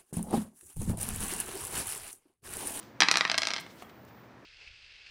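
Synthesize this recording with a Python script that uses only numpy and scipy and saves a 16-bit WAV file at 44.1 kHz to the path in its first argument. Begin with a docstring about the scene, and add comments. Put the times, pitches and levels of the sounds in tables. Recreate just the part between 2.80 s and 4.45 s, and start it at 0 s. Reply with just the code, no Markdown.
"""A faint brush and knock, then two small dice clatter on a hardwood floor near a phone and settle.
Each contact is a sharp click plus the short ring of the boards and bending waves along the plank.
The thrower shifts a little afterwards: soft knocks, thuds, brushes of hand and sleeve.
A small room answers, over quiet air noise and a very high hiss."""
import sys
import numpy as np
from scipy import signal
from scipy.fft import rfft, irfft
from scipy.io import wavfile

SR = 44100
rng = np.random.default_rng(int(sys.argv[2]) if len(sys.argv) > 2 else 0)


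def master_out(mix):
    """Clip the mix to full scale and print it as 16-bit PCM to the path in sys.argv[1]."""
    frames = np.transpose(np.atleast_2d(mix))
    ceiling = np.clip(frames, -1, 1)
    pcm = np.round(ceiling * 32767).astype(np.int16)
    wavfile.write(sys.argv[1], SR, pcm)


N = 72765


# Each row: start in seconds, level in dB, contact cut-off in Hz (high for a corner), bending waves in dB.
CONTACTS = [(.2050, -3, 6950, 3), (0.212, -6.5, 7500, -1.5), (0.2204, -0.5, 3760, 7),
            (0.2331, -6.5, 4700, 5.5), (.2860, -2, 4830, 1), (0.3138, -2, 9200, 0), (.3257, -21, 13000, 0),
            (.3410, -8.5, 4400, 1.5), (0.3568, -4.5, 4100, 1), (.3716, -6, 10300, 2),
            (.3830, -18.5, 7600, 7), (0.4093, -2.5, 3930, 2), (.4517, -4, 3140, -0.5),
            (0.4772, -22, 5000, 5), (.4987, -8, 4470, 2), (0.5161, -8.5, 6660, -1), (0.5435, -12, 3870, 6),
            (0.5536, -18, 5000, -13), (0.5794, -9, 12200, 0), (0.5835, -9, 9650, 0.5),
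            (.6195, -12.5, 6800, 1), (.6330, -11, 5500, 1), (.6530, -18, 6500, 3.5),
            (.6716, -10, 8300, 0.5), (0.6858, -16.5, 6160, 1), (0.7054, -14.5, 5300, 3.5),
            (0.7144, -17, 4800, -4), (0.7366, -12.5, 7200, -3), (0.7418, -19, 5900, 0),
            (.7573, -24, 4500, -16), (.7637, -15.5, 5000, -2), (0.7713, -24, 5470, 0),
            (.7820, -21.5, 4800, 3.5), (0.7865, -26, 4570, 4), (.8000, -32, 12000, 6)]
# Click spectrum of a hard contact. Each row: frequency in Hz, gain in dB.
CLICK_SPECTRUM = [(60, -45.5), (170, -13), (500, -13.5), (640, -3.5), (1100, -2.5), (2000, -4.5),
                  (4200, -1.5), (6000, -1), (6600, -5), (9800, -10), (13000, -19.5), (16000, -37)]
# Resonances of the whole floor, the plank the dice land on and the plank they roll on to.
# Each row: centre in Hz, width in Hz, lift in dB.
FLOOR_MODES = [(187.4, 26, 11), (309, 82, 11.5), (458, 30, 7), (1315, 67, 4.5)]
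LANDING_MODES = [(780, 79, 2.6), (1150, 180, 4), (1860, 345, 10.1), (2400, 260, 9), (3290, 200, 3.3),
                 (4005, 350, 7), (4930, 430, 5.2), (5680, 240, 5.5)]
ROLLING_MODES = [(666, 80, 6.3), (865, 40, 6), (1620, 120, 6), (2107, 486, 9.45), (2647, 48, 6.3),
                 (3274, 380, 7.5), (4110, 270, 6), (4990, 560, 7.3), (5810, 110, 4.2)]

def dice(gain_db=11.5, next_plank_s=.47, slap_db=-13, slap_s=.0019, echo_db=-11):
    """Each contact clicks and rings the boards; flatter contacts last longer and sound duller."""
    size, lead = 8192, 64  # samples
    out, t = np.zeros(N), np.arange(size) / SR
    f = np.arange(size // 2 + 1) * SR / size
    click = 1 + undb(slap_db) * np.exp(-2j * np.pi * f * slap_s)  # direct plus one nearby reflection
    for at_s, hit_db, cutoff_hz, wave_db in CONTACTS:
        plank_modes = LANDING_MODES if at_s < next_plank_s else ROLLING_MODES
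        wood = board_ring(f, FLOOR_MODES + plank_modes)
        waves = bending_waves(f)
        echoes = undb(echo_db) * rfft(burst(t, decay_s=.007, lag_s=.002))  # off floor and nearby things
        contact = 1 / np.sqrt(1 + (f / cutoff_hz) ** 6)
        hit = irfft(contact * wood * (undb(wave_db) * (waves + echoes) - click))
        add(out, undb(hit_db + gain_db) * np.roll(hit, lead), at_s - lead / SR)
    bass = shape(CLICK_SPECTRUM, np.minimum(freqs(), 2000))
    treble = shape(CLICK_SPECTRUM, freqs()) / bass
    return tint(out, causal(bass) * treble)


def board_ring(f, modes, detune=.0072):
    """Resonant response of the wood, slightly detuned at every spot."""
    hz, width_hz, lift_db = np.array(modes).T[:, :, None]
    centre_hz = hz * (1 + detune * rng.standard_normal(hz.shape))
    peaks_db = lift_db / (1 + (2 * (f - centre_hz) / width_hz) ** 2)
    return causal(undb(peaks_db.sum(0)))


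def bending_waves(f, trips=6, trip_s=.0009, ref_hz=2000, jitter=.1498, first_db=-6, per_trip_db=-3.5):
    """Waves return from the plank's joints, treble first, weaker and more spread out each trip."""
    trip = np.arange(trips)[:, None]
    delay_s = trip_s * (trip + 1) * (1 + jitter * rng.standard_normal((trips, 1)))  # at ref_hz
    sign = rng.choice([-1, 1], (trips, 1))
    dispersion = np.exp(-4j * np.pi * delay_s * np.sqrt(f * ref_hz))
    return (sign * undb(first_db + per_trip_db * trip) * dispersion).sum(0)


# Each row: start in seconds, level in dB, cut-off in Hz, decay in seconds.
SOFT_KNOCKS = [(0.029, -47, 3500, 0.0022), (0.8642, -41.5, 1900, 0.0028), (1.023, -40.5, 1410, 0.0039),
               (1.095, -51.5, 1900, .007)]
# Each row: centre in seconds, half-length in seconds, level in dB, band centre in Hz.
SLEEVE_BRUSHES = [(.0, .06, -60.5, 3640), (0.807, 0.0065, -51.5, 8500), (0.909, 0.018, -61, 3540),
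                  (0.974, 0.067, -67.5, 9500), (1.003, 0.022, -59, 3500), (1.025, 0.0054, -57.5, 7500),
                  (1.099, 0.0054, -61, 2920), (1.251, .001, -59.5, 8500), (1.286, 0.0078, -64.5, 3470)]
# Each row: centre in seconds, half-length in seconds, level in dB, pitch in Hz.
THUDS_AND_SQUEAK = [(0.813, 0.0054, -45, 179.5), (1.029, 0.0035, -44, 693), (1.033, 0.013, -50, 204.5),
                    (1.050, 0.0022, -54, 3270)]

def thrower(brush_width_oct=.77):
    """The thrower shifts: soft knocks, brushes of hand and sleeve, pitched thuds, a tiny squeak."""
    t, f, out = np.arange(N) / SR, freqs(), np.zeros(N)
    swell = lambda at_s, half_s: np.exp(-.5 * ((t - at_s) / half_s) ** 2)
    for at_s, db, hz, decay_s in SOFT_KNOCKS:
        dull = f ** 2 / (f ** 2 + (hz / 4) ** 2) / (1 + (f / hz) ** 2)
        out += undb(db) * noise(dull) * (t > at_s) * np.exp(-abs(t - at_s) / decay_s)
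    for at_s, half_s, db, hz in SLEEVE_BRUSHES:
        band = np.exp(-.5 * (np.log2(f / hz) / brush_width_oct) ** 2)
        out += undb(db) * noise(band) * swell(at_s, half_s)
    for at_s, half_s, db, hz in THUDS_AND_SQUEAK:
        out += undb(db) * np.sin(2 * np.pi * hz * t) * swell(at_s, half_s)
    return out


# Each row: frequency in Hz, tail level in dB against the direct sound.
ROOM_SPECTRUM = [(100, -8), (200, -10), (500, -11.5), (1200, -6.5), (2400, -8), (4500, -13), (8000, -13),
                 (15000, -13.5)]

def room(x, bass_t60_s=.43, treble_t60_s=.39, crossover_hz=4000, lag_s=.006):
    """Short diffuse tail of a small room; the treble dies first."""
    t, f = np.arange(N) / SR, freqs()
    bass_share = 1 / (1 + (f / crossover_hz) ** 2)
    tail = lambda t60_s: rfft(burst(t, t60_s / np.log(1000), lag_s), 2 * N)
    response = np.sqrt(bass_share) * tail(bass_t60_s) + np.sqrt(1 - bass_share) * tail(treble_t60_s)
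    return tint(x, shape(ROOM_SPECTRUM, f) * response)


# Each row: frequency in Hz, relative noise density in dB.
AIR_SPECTRUM = [(25, -42), (45, -28), (70, -8.5), (100, -7.5), (119, 0.5), (145, -11), (180, -4), (310, -4),
                (430, -9), (900, -12), (1900, -17), (3000, -27), (6000, -34.5), (8000, -44), (12000, -49),
                (16000, -52.5)]
# Each row: time in seconds, level in dB.
HISS_ENVELOPE = [(0, -65), (.09, -73), (.2, -83), (.5, -78), (.7, -79), (.87, -72.5), (1.42, -69.5),
                 (1.56, -92)]

def air(air_db=-53, hiss_hz=14870, hiss_width_hz=330):
    """Steady room noise and a faint, very high hiss that comes and goes."""
    t, f = np.arange(N) / SR, freqs()
    hiss = noise(np.exp(-.5 * ((f - hiss_hz) / hiss_width_hz) ** 2))
    hiss_db = np.interp(t, *np.array(HISS_ENVELOPE).T)
    return undb(air_db) * noise(shape(AIR_SPECTRUM, f)) + undb(hiss_db) * hiss


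def undb(db):
    """Decibels to gain."""
    return 10 ** (np.asarray(db) / 20)


def freqs():
    """Bin frequencies in Hz."""
    return np.maximum(np.arange(N + 1) * SR / (2 * N), 1)


def shape(points, f):
    """Gain of a (Hz, dB) outline."""
    hz, db = np.array(points).T
    return undb(np.interp(np.log(np.maximum(f, 1)), np.log(hz), db))


def tint(x, gain):
    """Filter by a gain per bin."""
    return irfft(rfft(x, 2 * N) * gain)[:N]


def noise(gain):
    """Coloured noise, rms 1."""
    x = tint(rng.standard_normal(N), gain)
    return x / x.std()


def burst(t, decay_s, lag_s):
    """Delayed, decaying noise of unit energy."""
    age_s = np.maximum(t - lag_s, 0)
    envelope = np.exp(-age_s / decay_s) * (t > lag_s)
    return rng.standard_normal(len(t)) * envelope / np.sqrt(np.sum(envelope ** 2))


def causal(gain):
    """Minimum-phase response with this gain: no pre-ringing."""
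    cepstrum = irfft(np.log(gain))
    half = len(cepstrum) // 2
    cepstrum[1:half] *= 2
    cepstrum[half + 1:] = 0
    return np.exp(rfft(cepstrum))


def add(out, x, at_s):
    """Mix x in at a time."""
    start = max(int(at_s * SR), 0)
    out[start:start + len(x)] += x[:len(out) - start]


def scene():
    """Dice and thrower in the room, over air noise."""
    near = dice() + thrower()
    return (near + room(near) + air())[None]


def record(dry):
    """The phone cuts the top."""
    cutoff_hz = 15800
    return signal.sosfilt(signal.ellip(8, .2, 70, cutoff_hz, fs=SR, output="sos"), dry)


dry = scene()
out = record(dry)
master_out(out)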